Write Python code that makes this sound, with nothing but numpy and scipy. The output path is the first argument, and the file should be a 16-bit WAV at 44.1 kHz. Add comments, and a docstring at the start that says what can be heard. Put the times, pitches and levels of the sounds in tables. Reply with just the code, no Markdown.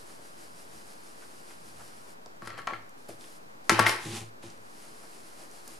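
"""Wet wool and a soap dish, close up

At a table in a quiet room, near a stereo pair of microphones, hands roll a soapy wool ball that hisses and
squelches, and put it on bubble wrap. They lift a bar of soap from a plastic dish on the left, lather, and
drop it back: the dish clatters and the table thuds. They press the wrap flat and take up the wool again.
Far room rumble and microphone hiss lie under everything."""
import sys
import numpy as np
from scipy import signal
from scipy.fft import rfft, irfft, next_fast_len
from scipy.io import wavfile

SR = 44100
rng = np.random.default_rng(int(sys.argv[2]) if len(sys.argv) > 2 else 0)


def bounce(signal):
    """Save signal as a 16-bit WAV file at the path given by the first command-line argument."""
    frames = np.transpose(np.atleast_2d(signal))
    limited = np.clip(frames, -1, 1)
    pcm = np.round(limited * 32767).astype(np.int16)
    wavfile.write(sys.argv[1], SR, pcm)


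N = 255339

# palms roll the wool to and fro, one row a stroke: (middle [s], length [s], level [dB])
PALM_STROKES = [(0.0, 0.11, -56), (0.107, 0.17, -56), (.26, 0.13, -57.5), (0.424, 0.16, -54.5),
                (.6, 0.13, -55), (0.767, 0.19, -55.5), (0.907, 0.15, -55.5), (1.078, .18, -58),
                (1.225, 0.17, -57.5), (1.363, 0.26, -59.5), (1.504, 0.14, -54.5), (1.68, .13, -55.5),
                (1.84, 0.26, -55.5), (1.98, 0.12, -60), (2.102, 0.081, -59), (4.837, .24, -56),
                (5.027, 0.33, -58), (5.158, 0.16, -56.5), (5.283, 0.25, -58), (5.414, 0.14, -53),
                (5.568, 0.17, -55), (5.712, 0.19, -52.5)]
# wool between the palms keeps hissing at the turns: (start [s], end [s], closing time [s])
WOOL_HOLDS = [(-.1, 2.13, .02), (4.5, 7, 0.23)]
# two spells, lathering the bar and letting it slip: (time [s], level [dB])
LATHER_SPELLS = [
    [(2.97, -75), (2.98, -64), (3.082, -63.5), (3.09, -49), (3.182, -65), (3.208, -53), (3.37, -57),
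     (3.4, -67), (3.635, -74)],
    [(3.636, -76), (3.642, -62), (3.69, -58)],
]
STROKE_SHARPNESS = 1.16   # power of the sliding speed that the hiss follows
HOLD_DB, PARTING_S = -58.5, 0.029


def sliding():
    """Gain of the hiss: sliding speed is half a sine in each stroke, over a steady contact."""
    t = np.arange(N) / SR
    power = gains(LATHER_SPELLS)[0] ** 2
    for s, length, db in PALM_STROKES:
        speed = np.cos(np.pi * np.clip((t - s) / length, -.5, .5))
        power += (from_db(db) * np.abs(speed) ** STROKE_SHARPNESS) ** 2
    for start, end, closing in WOOL_HOLDS:
        contact = np.interp(t, [start, start + closing, end, end + PARTING_S], [0, 1, 1, 0])
        power += (from_db(HOLD_DB) * contact) ** 2
    return np.sqrt(power)


# soapy hiss from close by: (frequency [Hz], relative density [dB])
FOAM_SPECTRUM = [(180, -86), (300, -8), (326, 2), (397, -9.5), (821, -9), (907, -12), (2980, -13.5),
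                 (3600, -16), (4200, -12), (4950, -9.5), (6360, -13.5), (9930, -10.5), (11500, -15),
                 (15500, -38.5)]
# the hands across the two microphones: (frequency [Hz], left-right likeness [-1..1])
HAND_LIKENESS = [(300, 1), (3000, 0.78), (7000, 0.68), (15000, 0.66)]


def rubbing():
    """Centre, close: soap film shears with a hiss in which tiny foam bubbles pop."""
    foam = rng.standard_normal((2, N)) + 0.35 * grains(per_s=2500, spread_db=2.3, channels=2)
    return sliding() * wide(foam, FOAM_SPECTRUM, HAND_LIKENESS)


# wool squeezed between the palms: (middle [s], level [dB], pitch [Hz], length [s])
WOOL_SQUELCHES = [(0.104, -56, 1180, 0.026), (0.195, -55, 493, 0.035), (0.767, -55, 198, .05),
                  (1.228, -56, 1370, 0.074), (1.51, -52.5, 1770, 0.027), (1.754, -71, 158, 0.063),
                  (1.807, -50.5, 1190, 0.049), (2.08, -58, 720, 0.13), (4.851, -59, 1200, 0.051),
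                  (5.045, -55.5, 900, 0.049), (5.173, -57, 510, 0.046), (5.408, -56.5, 810, 0.094),
                  (5.691, -56.5, 724, 0.09)]


def squelches():
    """Water and air pressed through wool: soft swells about two octaves wide."""
    out = np.zeros(N)
    for s, db, hz, length in WOOL_SQUELCHES:
        size = int(length * SR)
        band = filtered(rng.standard_normal(size), "band", [hz / 3.4, hz * 1.41])
        add(out, s - length / 2, from_db(db) * rms_one(band) * np.hanning(size))
    return out


# wet contacts in the centre: (time [s], peak [dB], band centre [Hz], t60 [s])
WET_SMACKS = [(2.26, -40, 570, 0.038), (2.26, -37, 4660, 0.011), (2.894, -44, 8300, 0.0079),
              (2.98, -56, 7000, .01), (3.09, -37, 493, 0.15), (3.089, -39, 9000, 0.015),
              (3.104, -41.5, 2970, .01), (3.21, -40.5, 4030, 0.009), (3.242, -41, 2540, 0.008),
              (3.644, -51, 3970, 0.017), (3.798, -32, 9400, .03), (3.865, -32, 9400, 0.014),
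              (3.874, -32, 10000, .012), (3.885, -25, 9500, 0.012), (3.895, -26, 9500, 0.017),
              (4.43, -46.5, 680, 0.13), (4.501, -41, 5000, .02), (5.513, -42, 7000, .01),
              (5.677, -34, 8000, 0.02)]


def smacks():
    """Wet skin, wool and soap smack together, each a puff about an octave wide."""
    out = np.zeros(N)
    for s, db, hz, t60 in WET_SMACKS:
        add(out, s, from_db(db) * burst(t60, hz / 1.45, hz * 1.45))
    return out


# modes of the plastic dish: (frequency [Hz], relative level [dB], t60 [s])
DISH_MODES = [(368, -2.5, 0.029), (462, 7.5, 0.02), (657, -13, 0.042), (765, -7, 0.032), (1070, -6, 0.031),
              (888, -1, .055), (1122, 1, .06), (1350, 0, .05), (1620, -1, 0.02), (1780, -14, 0.022),
              (1930, -4.5, 0.041), (2007, -11.5, 0.033), (2129, -0.5, 0.026), (2355, -0.5, 0.022),
              (2650, 6.5, 0.0067), (3170, 13.5, 0.0054), (4110, 12.5, 0.0052), (4900, -17.5, 0.00367),
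              (5900, -15, 0.0046)]
# bar on dish: (time [s], peak before panning [dB], contact t60 [s], favoured pitch [Hz], relative snap [dB])
BAR_KNOCKS = [(2.4215, -34, 0.003, 970, -14), (2.46, -39, 0.0034, 1500, -4),
              (2.475, -28.5, 0.0013, 1390, -9), (2.504, -34.5, 0.017, 1650, -7),
              (2.574, -40, 0.016, 1690, -7), (2.589, -31.5, .014, 1400, -8.5),
              (2.6729, -21, 0.0014, 1250, -9), (2.677, -23, 0.0054, 1500, -33),
              (2.697, -32.5, 0.042, 1150, -23), (2.709, -28, 0.014, 1400, -23),
              (2.735, -25, 0.019, 1500, -26), (3.6952, -2, .002, 2000, -4), (3.698, -7, 0.0027, 1800, -10),
              (3.71, -22, 0.0028, 1210, -13), (3.718, -34, 0.015, 900, -13),
              (3.7905, -8.5, 0.02, 1010, -21), (3.798, -8, 0.008, 1250, -13),
              (3.86, -18.5, 0.011, 1800, -7), (3.865, -8, 0.021, 2050, -20),
              (3.882, -23.5, 0.033, 1530, -8), (3.894, -17, 0.0043, 1620, -2)]


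def knocks():
    """Each blow of the bar lands on another spot of the dish and favours other modes; a snap leads it."""
    out = np.zeros(N)
    for s, db, contact, hz, snap_db in BAR_KNOCKS:
        modes = [(f, level_db - 53 * np.log2(f / hz) ** 2 + rng.normal(0, 1.44), t60)
                 for f, level_db, t60 in DISH_MODES]
        force = burst(contact, 126, 4000)
        force[:3] += .8   # the first touch is the hardest
        body = cut_bass(ring(force, modes), 0.29 * hz)   # a small dish radiates no bass
        snap = from_db(snap_db) * burst(0.0072, 4250, 7400)
        add(out, s, from_db(db) * (peak_one(body) + snap))
    return out


# each jolt of bar and dish leaves a chatter until the next: (time [s], jolt [dB], chatter [dB],
# chatter fade [dB/s], relative wet treble [dB], further fade of the treble [dB/s])
BAR_JOLTS = [(2.42, -60, -50.5, 5, -13, 5), (2.45, -48, -47, 5, -10, 5), (2.473, -37, -44, 61, -11, 190),
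             (2.578, -41, -40.5, 240, -12, 150), (2.672, -28.5, -37.5, 150, -32, 5),
             (2.733, -44, -37.5, 288, -25, 5), (3.698, -16.5, -28.5, 13, -8, 130),
             (3.792, -16.5, -25.5, 8, -9, 250), (3.865, -39, -23, 145, -7, 42)]
JOLT_HOLD_S, JOLT_FADE_DB_PER_S = .002, 1500


def chatter():
    """Gains of scrape and wet treble: a short jolt on a fading chatter; the treble dies sooner."""
    t, rows = np.arange(N) / SR, np.array(BAR_JOLTS)
    last = np.searchsorted(rows[:, 0], t) - 1
    s, jolt_db, chatter_db, fade, wet_db, wet_fade = rows[last].T
    age = np.abs(t - s)
    jolt = from_db(jolt_db - JOLT_FADE_DB_PER_S * np.maximum(age - JOLT_HOLD_S, 0))
    skid = (last >= 0) * np.hypot(jolt, from_db(chatter_db - fade * age))
    return skid, skid * from_db(wet_db - wet_fade * age)


# scrape of the held bar, of the loose bar, and their wet film: (frequency [Hz], relative density [dB])
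HELD_SPECTRUM = [(180, -42), (300, -1.5), (775, 0), (896, -13), (1280, 2), (1380, 1), (1540, -6), (1750, 0),
                 (7000, -58), (9100, -65), (15400, -120)]
LOOSE_SPECTRUM = [(180, -10), (300, 7), (603, -34), (884, -1.5), (1600, 9), (1850, 4.5), (2970, -0.5),
                  (5170, -4), (7000, -14), (9100, -50), (15400, -120)]
SPRAY_SPECTRUM = [(1760, -24), (3000, -12.5), (5160, -6.5), (6700, -17.5), (9520, -9), (12300, -16.5),
                  (13800, -33), (15500, -45)]
# the dish across the two microphones: (frequency [Hz], left-right likeness [-1..1])
SCRAPE_LIKENESS = [(60, 0.76), (180, 1), (550, 1), (1650, 0.46), (4970, 1), (15000, 0.37)]
DROP_S = 3.3   # the bar scrapes as held before this, as loose after


def skidding():
    """The bar skids in dense contacts, partly ringing in the dish; the wet film adds treble."""
    skid, wet = chatter()
    held = np.arange(N) / SR < DROP_S
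    contacts = grains(per_s=4000, spread_db=0.72, channels=2)
    soft_contacts = signal.lfilter([.3], [1, -.7], contacts[0])
    ringing = rms_one(filtered(ring(soft_contacts, DISH_MODES), "high", 510))
    gripped = filtered(ringing, "high", 950)   # a gripped dish loses its low modes
    body = np.where(held, 0.47 * gripped, .5 * ringing)
    scrape = np.where(held, wide(contacts, HELD_SPECTRUM, SCRAPE_LIKENESS),
                      wide(contacts, LOOSE_SPECTRUM, SCRAPE_LIKENESS))
    spray = wide(grains(per_s=4600, spread_db=2.6, channels=2), SPRAY_SPECTRUM, SCRAPE_LIKENESS)
    return skid * (body + 0.54 * scrape) + wet * spray


# two spells of pressing and wiping the bubble wrap: (time [s], crinkle [dB], relative table push [dB])
WRAP_PRESSES = [
    [(4.0, -49, -65), (4.022, -47, -65), (4.062, -43, -29), (4.108, -43, -42), (4.126, -42, -32.5),
     (4.17, -38, -35.5), (4.222, -48, -41), (4.3, -64, -83)],
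    [(4.41, -79, -71), (4.43, -50.5, -57), (4.446, -52, -42), (4.484, -54.5, -47.5), (4.574, -63.5, -55),
     (4.58, -58, -76)],
]
# the film from close by: (frequency [Hz], relative density [dB])
WRAP_SPECTRUM = [(350, -18), (600, -21.5), (820, 1), (915, -20.5), (1010, -5), (1340, -12), (2340, -7),
                 (9240, -12.5), (10900, -14.5), (15500, -41)]


def bubble_wrap():
    """Centre, close: palms swish over the plastic film, which crinkles finely."""
    crinkle = rng.standard_normal((2, N)) + 0.81 * grains(per_s=4000, spread_db=1.7, channels=2)
    return gains(WRAP_PRESSES)[0] * wide(crinkle, WRAP_SPECTRUM, HAND_LIKENESS)


# modes of the table under the hands: (frequency [Hz], relative level [dB], t60 [s])
TABLE_MODES = [(109, -1, 0.3), (173.7, -2, 0.072), (224, 6.5, 0.031), (341, 2.5, 0.092), (408, -0.5, 0.044),
               (510, -4.5, 0.042), (830, -14, 0.025)]
# blows passed into the table: (time [s], peak before the bass cut [dB])
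TABLE_THUDS = [(2.262, -59), (2.425, -38), (2.472, -37.5), (2.724, -34.5), (3.089, -35), (3.697, -23),
               (3.719, -15.5), (3.798, -16.5), (3.868, -32), (4.057, -32), (4.068, -34), (4.086, -36),
               (4.107, -37), (4.44, -37)]
PALM_CUT_HZ, PUSH_GAIN_DB = 210, -52   # a soft palm pushes with little treble


def table():
    """Uneven pushes of the hands and blows on top set the table's low modes going."""
    push = rms_one(filtered(grains(per_s=1500, spread_db=1.4)[0], "low", PALM_CUT_HZ, order=1))
    out = ring(gains(WRAP_PRESSES)[1] * from_db(PUSH_GAIN_DB) * push, TABLE_MODES)
    for s, db in TABLE_THUDS:
        thud = ring(burst(0.0038, 65, 590), TABLE_MODES)
        add(out, s, from_db(db) * peak_one(thud))
    return cut_bass(out, 93)


ROOM_T60_S, WALL_CUT_HZ, ECHO_GAIN_DB = 0.38, 12600, -15.5


def room(x):
    """Wall echoes: eight feedback delays a side, duller on every round; lows reach both sides alike."""
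    size = next_fast_len(N + SR)
    delay = np.exp(-2j * np.pi * np.arange(size // 2 + 1) / size)   # by one sample
    pole = np.exp(-2 * np.pi * WALL_CUT_HZ / SR)
    wall = (1 - pole) / (1 - pole * delay)
    response = np.zeros((2, len(delay)), complex)
    for k, lag in enumerate((rng.uniform(.008, .03, 16) * SR).astype(int)):
        loop = from_db(-60 * lag / SR / ROOM_T60_S) * wall * delay ** lag
        response[k % 2] += (-1) ** (k // 2) * loop / (1 - loop)
    left, right = from_db(ECHO_GAIN_DB) * irfft(response * rfft(x, size), size)[:, :N]
    mid = (left + right) / 2
    side = filtered(left - right, "high", 600, order=1) / 2
    return np.array([mid + side, mid - side])


# swells of rumble, far from the microphones: (time of the top [s], level [dB])
RUMBLE_SWELLS = [(0.0, -63), (.68, -65.5), (1.8, -59.5), (2.58, -61), (3.66, -72), (4.08, -62), (5.79, -97)]
RISE_DB_PER_S, FALL_DB_PER_S = 37, 74


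def rumble():
    """Distant low noise rises to each top and sinks again."""
    s, top_db = np.transpose(RUMBLE_SWELLS)[:, :, None]
    age = np.arange(N) / SR - s
    swells_db = top_db - np.where(age < 0, -RISE_DB_PER_S * age, FALL_DB_PER_S * age)
    low = filtered(rng.standard_normal(N), "band", [70, 190])
    return from_db(swells_db.max(axis=0)) * rms_one(low)


# the quiet room and the microphones' own hiss: (frequency [Hz], relative density [dB])
TONE_SPECTRUM = [(24, -36), (40, -18.5), (66, -21), (261, -9.5), (327, -13), (442, -10), (643, -10),
                 (710, -10), (983, -10.5), (1580, -14), (1790, -18), (3190, -26.5), (3610, -27.5),
                 (3990, -26.5), (15800, -39)]
# that noise across the two microphones: (frequency [Hz], left-right likeness [-1..1])
TONE_LIKENESS = [(60, -0.12), (130, 0.91), (290, 0.069), (640, -0.65), (1410, -0.88), (3100, -0.55),
                 (6820, 0.01), (15000, 0.34)]
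TONE_DB = -51


def room_tone():
    """Steady room noise and microphone hiss, spread wide."""
    return from_db(TONE_DB) * wide(rng.standard_normal((2, N)), TONE_SPECTRUM, TONE_LIKENESS)


def from_db(db):
    """Decibels to gain."""
    return 10 ** (np.asarray(db) / 20)


def rms_one(x):
    """Scale to unit rms."""
    return x / np.sqrt(np.mean(x ** 2) + 1e-20)


def peak_one(x):
    """Scale to unit peak."""
    return x / np.abs(x).max()


def filtered(x, kind, hz, order=2):
    """Low, high or band pass."""
    return signal.sosfilt(signal.butter(order, hz, kind, fs=SR, output="sos"), x)


def cut_bass(x, hz):
    """Steep low cut: two high passes in a row."""
    return filtered(filtered(x, "high", hz), "high", hz)


def gains(spells):
    """One gain curve for each level column, silent between the spells."""
    t, out = np.arange(N) / SR, 0
    for rows in spells:
        s, *columns = np.transpose(rows)
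        out = out + from_db([np.interp(t, s, db, left=-200, right=-200) for db in columns])
    return out


def at_hz(points, hz):
    """Read a table on a log-frequency axis."""
    frequencies, values = np.transpose(points)
    return np.interp(np.log(hz), np.log(frequencies), values)


def wide(source, spectrum, likeness):
    """Two unrelated signals, shaped by a spectrum, become mid and side by their likeness; rms 1."""
    hz = np.maximum(np.fft.rfftfreq(N + 1, 1 / SR), 1)
    alike = at_hz(likeness, hz)
    shape = from_db(at_hz(spectrum, hz)) * np.sqrt([1 + alike, 1 - alike])
    mid, side = irfft(rfft(source, N + 1) * shape, N + 1)[:, :N]
    return rms_one(np.array([mid + side, mid - side]))


def grains(per_s, spread_db, channels=1):
    """Random clicks of uneven size and sign; rms 1."""
    shape = (channels, N)
    sizes = from_db(spread_db * np.minimum(rng.exponential(1, shape), 4)) * rng.standard_normal(shape)
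    return rms_one(sizes * (rng.random(shape) < per_s / SR))


def ring(force, modes):
    """A force sets decaying modes ringing."""
    out = 0
    for hz, level_db, t60 in modes:
        decay, angle = from_db(-60 / (t60 * SR)), 2 * np.pi * hz / SR
        feedback = [1, -2 * decay * np.cos(angle), decay ** 2]
        out = out + from_db(level_db) * signal.lfilter([0, np.sin(angle)], feedback, force + 1e-18)
    return out


def burst(t60, low_hz, high_hz):
    """A short dying puff of band noise with peak 1."""
    noise = rng.standard_normal(4000) * from_db(-60 * np.arange(4000) / SR / t60)
    return peak_one(filtered(noise, "band", [low_hz, high_hz]))


def add(track, s, sound):
    """Mix a sound in at a time."""
    i = round(s * SR)
    track[i:i + len(sound)] += sound[:N - i]


def scene():
    """From the microphones: dish to the left, hands and table in the middle, the room all around."""
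    blows, scrape = knocks(), skidding()
    dish = (blows + scrape) * from_db([[1.9], [-2.2]])
    middle = table() + smacks() + squelches()
    background = room_tone() + rumble()
    echoes = room(blows + scrape.mean(axis=0) + middle)
    return rubbing() + dish + middle + bubble_wrap() + echoes + background


CEILING, CUTOFF_HZ, DC_OFFSET = .9, 16300, -.003


def record(dry):
    """The left microphone is a little more sensitive; rounded peaks, a cut top, a small steady offset."""
    microphones = dry * from_db([[.2], [-.2]])
    rounded = CEILING * np.tanh(microphones / CEILING)
    top_cut = signal.cheby2(12, 70, CUTOFF_HZ, fs=SR, output="sos")
    return signal.sosfilt(top_cut, rounded) + DC_OFFSET


dry = scene()
out = record(dry)
bounce(out)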